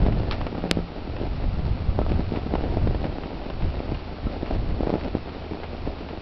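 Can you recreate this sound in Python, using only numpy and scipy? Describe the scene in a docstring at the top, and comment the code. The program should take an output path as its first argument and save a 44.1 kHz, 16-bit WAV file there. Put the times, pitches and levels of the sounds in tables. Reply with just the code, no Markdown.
"""Bicycle on a snowy path

A woodland path, heard from a small camera mounted on the bicycle: one narrow-band microphone, all close.
Wind eddies rumble right on its port; just below, the tyres hiss and crunch as they pack the snow.
Ruts and bumps make the camera judder and knock in its mount, and one hard crack overloads the input.
Grit ticks on the bicycle, the chain slaps once, and two low hums come and go as it rolls."""
import sys
import numpy as np
from scipy import signal
from scipy.fft import rfft, irfft, next_fast_len
from scipy.io import wavfile

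SR = 44100
rng = np.random.default_rng(int(sys.argv[2]) if len(sys.argv) > 2 else 0)


def master(y):
    """Save y as 16-bit WAV."""
    cut = np.clip(np.atleast_2d(y).T, -1, 1)
    pcm = np.round(cut * 32767)  # scale
    wavfile.write(sys.argv[1], SR, pcm.astype(np.int16))


N = 273861
TIME = np.arange(N) / SR

# the camera knocks in its mount, each knock with its own strength and pitch:
# (time [s], strength [dB], pitch [Hz])
MOUNT_KNOCKS = [(0.065, -14, 410), (0.0849, -17, 400), (0.4681, -20, 430), (0.5842, -22.5, 300),
                (0.658, -21.5, 380), (0.7134, -11, 336), (0.7725, -14.5, 280), (0.7901, -17, 320),
                (1.2153, -19, 310), (1.9905, -12, 526), (2.0166, -15.5, 420), (2.065, -21.5, 660),
                (2.1197, -18, 410), (2.196, -16, 217), (2.322, -17.5, 325), (2.3739, -19, 280),
                (2.4653, -20.5, 260), (2.539, -13, 405), (2.5549, -14, 640), (2.7717, -15, 360),
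                (2.8735, -15, 346), (2.9481, -21.5, 364), (3.0423, -21.5, 420), (3.055, -19.5, 252),
                (3.8043, -18.5, 410), (3.9218, -17.5, 245), (4.2698, -18, 225), (4.4318, -17, 301),
                (4.8078, -14.5, 307), (4.8335, -19, 456), (4.8726, -13.5, 360), (4.9032, -14.5, 423),
                (4.9293, -17.5, 260), (4.94, -12, 356), (4.9564, -15, 320), (5.1522, -12.5, 285),
                (5.5218, -24, 230), (5.8759, -23.5, 380)]


def from_db(db):
    return 10 ** (np.asarray(db) / 20)


def rms_one(x):
    return x / np.sqrt(np.mean(x ** 2) + 1e-20)


def together_db(envelopes):
    """Level of unrelated sounds whose powers add."""
    return 10 * np.log10(sum(e ** 2 for e in envelopes))


def drift(hz):
    """Slow random wander with spread 1."""
    step, settle = 40, 2000
    pole = np.exp(-2 * np.pi * hz * step / SR)
    noise = rng.standard_normal(N // step + settle + 2)
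    slow = signal.lfilter([1], [1, -2 * pole, pole * pole], noise)[settle:]
    return np.interp(np.arange(N) / step, np.arange(len(slow)), rms_one(slow))


def coloured(x, spectrum):
    """Causal (minimum-phase) filter with the given spectrum and a power gain of 1."""
    size = next_fast_len(N + SR // 2) * 2
    hz, db = np.transpose(spectrum)
    bin_hz = np.arange(size // 2 + 1) * SR / size
    gain = rms_one(from_db(np.interp(np.log(bin_hz + 1), np.log(hz), db)))
    cepstrum = irfft(np.log(gain))
    cepstrum[1:size // 2] *= 2
    cepstrum[size // 2 + 1:] = 0
    return irfft(rfft(x, size) * np.exp(rfft(cepstrum)))[:N]


def grains(per_s, spread_db):
    """Clicks at random moments, of uneven size and sign; rms 1."""
    sizes = from_db(spread_db * np.minimum(rng.exponential(1, N), 3)) * rng.choice([-1, 1], N)
    return rms_one(sizes * (rng.random(N) < per_s / SR))


def burst(start, db, t60):
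    """Envelope that starts at once and dies away."""
    return (TIME >= start) * from_db(db - 60 * np.clip((TIME - start) / t60, 0, 3))


def held(start, end, attack_s, t60):
    """Envelope that rises to 1 by the start, holds to the end and dies away."""
    rise = np.clip(1 + (TIME - start) / attack_s, 0, 1)
    return rise * from_db(-60 * np.clip((TIME - end) / t60, 0, 3))


def ring(clicks, hz, t60):
    """A unit click sets a decaying sine of height 1 ringing."""
    decay, angle = from_db(-60 / (t60 * SR)), 2 * np.pi * hz / SR
    return signal.lfilter([0, np.sin(angle)], [1, -2 * decay * np.cos(angle), decay ** 2], clicks + 1e-18)


def jolt(at, db, hz, recovery=0.72):
    """A brief push on the microphone: pressure swings up, then down in a slower, shallower rebound."""
    out, centre = np.zeros(N), int(at * SR)
    near = slice(max(centre - SR // 100, 0), centre + SR // 100)
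    pace = np.where(TIME[near] < at, 1, recovery)
    phase = 2 * np.pi * hz * pace * (TIME[near] - at)
    out[near] = -from_db(db) * pace * phase * np.exp((1 - phase ** 2) / 2)
    return out


def wind(airflow_db, lumpy_db, small_eddy_hz=60.3, extra_db_per_db=0.27):
    """Eddies right on the microphone port: a lumpy low rumble, brighter in strong wind."""
    # steady airflow over the microphone: (time [s], level [dB])
    airflow = [(0.0, -20.5), (0.86, -41), (1.12, -32.5), (1.45, -27), (2.11, -24), (2.37, -29.5),
               (2.92, -26), (3.13, -36.5), (3.42, -32), (3.81, -32), (4.05, -34.5), (4.29, -38),
               (4.65, -29), (5.22, -36), (6.21, -39.5)]
    # bell-shaped gusts on top of it: (crest time [s], level [dB], length [s])
    gusts = [(0.122, -24, 0.066), (0.465, -28.5, 0.12), (0.795, -29, 0.07), (1.742, -28.5, 0.053),
             (1.905, -22, 0.042), (2.165, -23.5, 0.12), (2.862, -20, 0.11), (3.063, -29, 0.098),
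             (3.648, -20, .06), (3.792, -27, 0.054), (3.93, -26, 0.071), (4.261, -24.5, 0.034),
             (4.555, -23, 0.067), (4.706, -21.5, 0.069), (5.865, -33, 0.13)]
    # spectrum of the eddies: (frequency [Hz], relative level [dB])
    eddy_spectrum = [(15, -5), (25, 0.5), (50, -1.5), (80, -3), (110, -8), (150, -11), (200, -15.5),
                     (400, -32.5), (1000, -42.5), (6000, -79)]
    steady = from_db(np.interp(TIME, *np.transpose(airflow)) + airflow_db)
    swells = [from_db(db) * np.exp(-2 * np.minimum(((TIME - at) / length) ** 2, 20))
              for at, db, length in gusts]
    level_db = together_db([steady] + swells)
    eddies = coloured(rng.standard_normal(N), eddy_spectrum) * from_db(lumpy_db * drift(15))
    large = signal.sosfilt(signal.butter(1, small_eddy_hz, fs=SR, output="sos"), eddies)
    small = (eddies - large) * from_db(extra_db_per_db * (level_db - level_db.mean()))
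    return from_db(level_db) * rms_one(large + small)


def shaking(ride_db, aftershake_db=-18.5):
    """Level of the mount's shaking in dB: steady from the ride, stronger in ruts and after each knock."""
    # road noise in the mount, set by the riding speed: (time [s], level [dB])
    ride = [(0.0, -36.5), (0.6, -36), (0.88, -40.5), (2.35, -39), (2.7, -35), (3.44, -37), (4.81, -37),
            (6.21, -39.5)]
    # rutted stretches of the path: (start [s], length [s], level [dB])
    ruts = [(0.015, 0.067, -29), (0.251, 0.052, -34), (0.575, .1, -35.5), (1.073, 0.2, -37),
            (1.406, 0.035, -32), (2.096, 0.12, -32), (2.326, 0.064, -32.5), (2.614, .16, -33.5),
            (3.211, 0.019, -33.5), (3.44, .06, -36), (4.294, 0.054, -31.5), (4.513, .05, -29),
            (4.837, 0.095, -32), (5.033, 0.039, -34.5), (5.512, 0.024, -37.5), (5.862, .06, -35.5),
            (6.007, 0.025, -32.5)]
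    steady = from_db(np.interp(TIME, *np.transpose(ride)) + ride_db)
    in_ruts = [from_db(db) * held(at, at + length, attack_s=0.016, t60=0.087) for at, length, db in ruts]
    after_knocks = [burst(at, db + aftershake_db, t60=0.15) for at, db, _ in MOUNT_KNOCKS]
    return together_db([steady] + in_ruts + after_knocks)


def judder(shake_db, uneven_db, smooth_db):
    """The rough path, heard through the mount: many small dull contacts over a steady road noise."""
    # spectrum of the shaking mount: (frequency [Hz], relative level [dB])
    mount_spectrum = [(20, -32), (100, -13), (160, -3), (290, 2), (450, -3), (680, -4.5), (850, -9),
                      (1100, -21.5), (2000, -24), (6000, -40)]
    contacts = grains(per_s=260, spread_db=3.5) * from_db(uneven_db * drift(25))
    road = from_db(smooth_db) * rng.standard_normal(N)
    return from_db(shake_db) * rms_one(coloured(contacts + road, mount_spectrum))


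def tyres(shake_db, level_db, crunch_db, clump_db, level_follows=0.08, crunch_follows=0.2):
    """Snow packs under the tyres below: a hiss with clumps of tiny fractures, louder on rough ground."""
    # spectrum of tyres on snow: (frequency [Hz], relative level [dB])
    snow_spectrum = [(20, -9.5), (300, -3), (800, 7), (1100, 4.5), (1350, 4.5), (1700, -2), (2700, 1),
                     (3250, -3.5), (4400, -3), (5200, -10), (6000, -11)]
    level = from_db(level_db + level_follows * (shake_db - np.median(shake_db)))
    rough_db = crunch_follows * (shake_db - shake_db.mean())
    crunch = grains(per_s=900, spread_db=9.5) * from_db(crunch_db + rough_db + clump_db * drift(17))
    return level * rms_one(coloured(rng.standard_normal(N) + crunch, snow_spectrum))


def knocks(push_db, edge_db, edge_ratio, ring_db, ring_lead_s=0.0008, edge_db_per_db=0.17):
    """Each bump jolts the camera, with a steep edge at contact, and rings the case round the microphone."""
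    # modes of the camera case: (frequency [Hz], relative level [dB], t60 [s])
    case_modes = [(315, -13, 0.04), (600, -24.5, 0.14), (790, -35.5, 0.0047), (1310, -28.5, 0.11),
                  (1750, -31, 0.0025), (2700, -36, 0.0075)]
    times, strength_db, _ = np.transpose(MOUNT_KNOCKS)
    out = np.zeros(N)
    for at, db, hz in MOUNT_KNOCKS:
        sharpen_db = edge_db_per_db * (db - strength_db.mean())
        out += jolt(at, db + push_db, hz)
        out += jolt(at, db + edge_db + sharpen_db, hz * edge_ratio)
    scatter_db = rng.normal(0, 3.8, (len(times), len(case_modes)))  # no two knocks ring alike
    onsets = ((times - ring_lead_s) * SR).astype(int)
    for k, (hz, mode_db, t60) in enumerate(case_modes):
        clicks = np.zeros(N)
        clicks[onsets] = from_db(strength_db + ring_db + mode_db + scatter_db[:, k])
        out += ring(clicks, hz, t60)
    return out


def grit(gain_db):
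    """Snow crunches under a tyre and grit ticks on the bicycle: short bursts of noise, close by."""
    # single crunches and ticks: (time [s], level [dB], t60 [s])
    ticks = [(0.123, -30.5, .06), (0.413, -23, 0.023), (0.467, -26, 0.044), (1.165, -26.5, 0.02),
             (2.118, -30.5, 0.027), (2.359, -31, 0.14), (2.552, -23, 0.017), (2.875, -27, 0.018),
             (2.947, -25.5, 0.019), (3.042, -30, 0.084), (3.235, -28, .03), (3.449, -34.5, .02),
             (3.5, -28, 0.036), (3.622, -30.5, 0.044), (3.945, -32.5, 0.09), (4.46, -35, .2),
             (5.011, -32, 0.036), (5.633, -32, 0.12), (6.087, -32.5, 0.066)]
    # their spectrum: (frequency [Hz], relative level [dB])
    grit_spectrum = [(60, -11.5), (700, 9.5), (1400, 0), (2900, -2.5), (4000, -13.5), (6000, -20)]
    envelope = sum(burst(at, db + gain_db, t60) for at, db, t60 in ticks)
    return coloured(envelope * rng.standard_normal(N), grit_spectrum)


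def chain():
    """The chain slaps close by and rattles out in dense, bright clicks."""
    # the slap, then its rattle: (time [s], level [dB], t60 [s])
    slap_and_rattle = [(.3115, -18.5, .02), (.320, -29, .14)]
    # spectrum of the chain: (frequency [Hz], relative level [dB])
    chain_spectrum = [(60, -17), (900, 3), (2000, 0.5), (4800, -7.5), (6500, -16)]
    envelope = sum(burst(*row) for row in slap_and_rattle)
    return coloured(envelope * grains(per_s=9000, spread_db=1), chain_spectrum)


def hums(wander=0.008):
    """The rolling bicycle hums: nearly pure low tones that waver a little in pitch and level."""
    # a brief hum and a long one: (start [s], end [s], pitch [Hz], level [dB])
    tones = [(0.587, 0.838, 170.3, -34.5), (3.6, 6.216, 79, -40.5)]
    out = np.zeros(N)
    for start, end, hz, db in tones:
        phase = 2 * np.pi * np.cumsum(hz * (1 + wander * drift(2.07))) / SR
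        envelope = held(start, end, attack_s=0.04, t60=0.2) * from_db(db + drift(4.6))
        out += envelope * np.sqrt(2) * np.sin(phase)
    return out


def crack():
    """One hard crack on the camera case, right at the microphone."""
    # the blow: (time [s], peak [dB], pitch [Hz])
    blow = (.7127, 3.5, 3600)
    return jolt(*blow)


def scene():
    """Wind, mount, tyres and bicycle, all close to one microphone in the open air."""
    shake_db = shaking(ride_db=0.63)
    air = wind(airflow_db=0.8, lumpy_db=1.5)
    mount = judder(shake_db, uneven_db=2.5, smooth_db=-3.0)
    mount += knocks(push_db=2.5, edge_db=-14.5, edge_ratio=4.1, ring_db=-0.5) + crack()
    snow = tyres(shake_db, level_db=-44.5, crunch_db=-9.0, clump_db=3.5)
    bicycle = grit(gain_db=-1.5) + chain() + hums()
    return (air + mount + snow + bicycle)[None]


def record(dry, mic_top_hz=5650, ceiling=0.76, cutoff_hz=16500):
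    """The camera's narrow-band microphone, whose input overloads on the hardest peak."""
    mic_response = signal.firwin(181, mic_top_hz, window=("kaiser", 9), fs=SR)
    narrow = signal.fftconvolve(dry, mic_response[None], "same")
    clipped = np.clip(narrow, -ceiling, ceiling)
    return signal.sosfilt(signal.cheby2(12, 70, cutoff_hz, fs=SR, output="sos"), clipped)


dry = scene()
out = record(dry)
master(out)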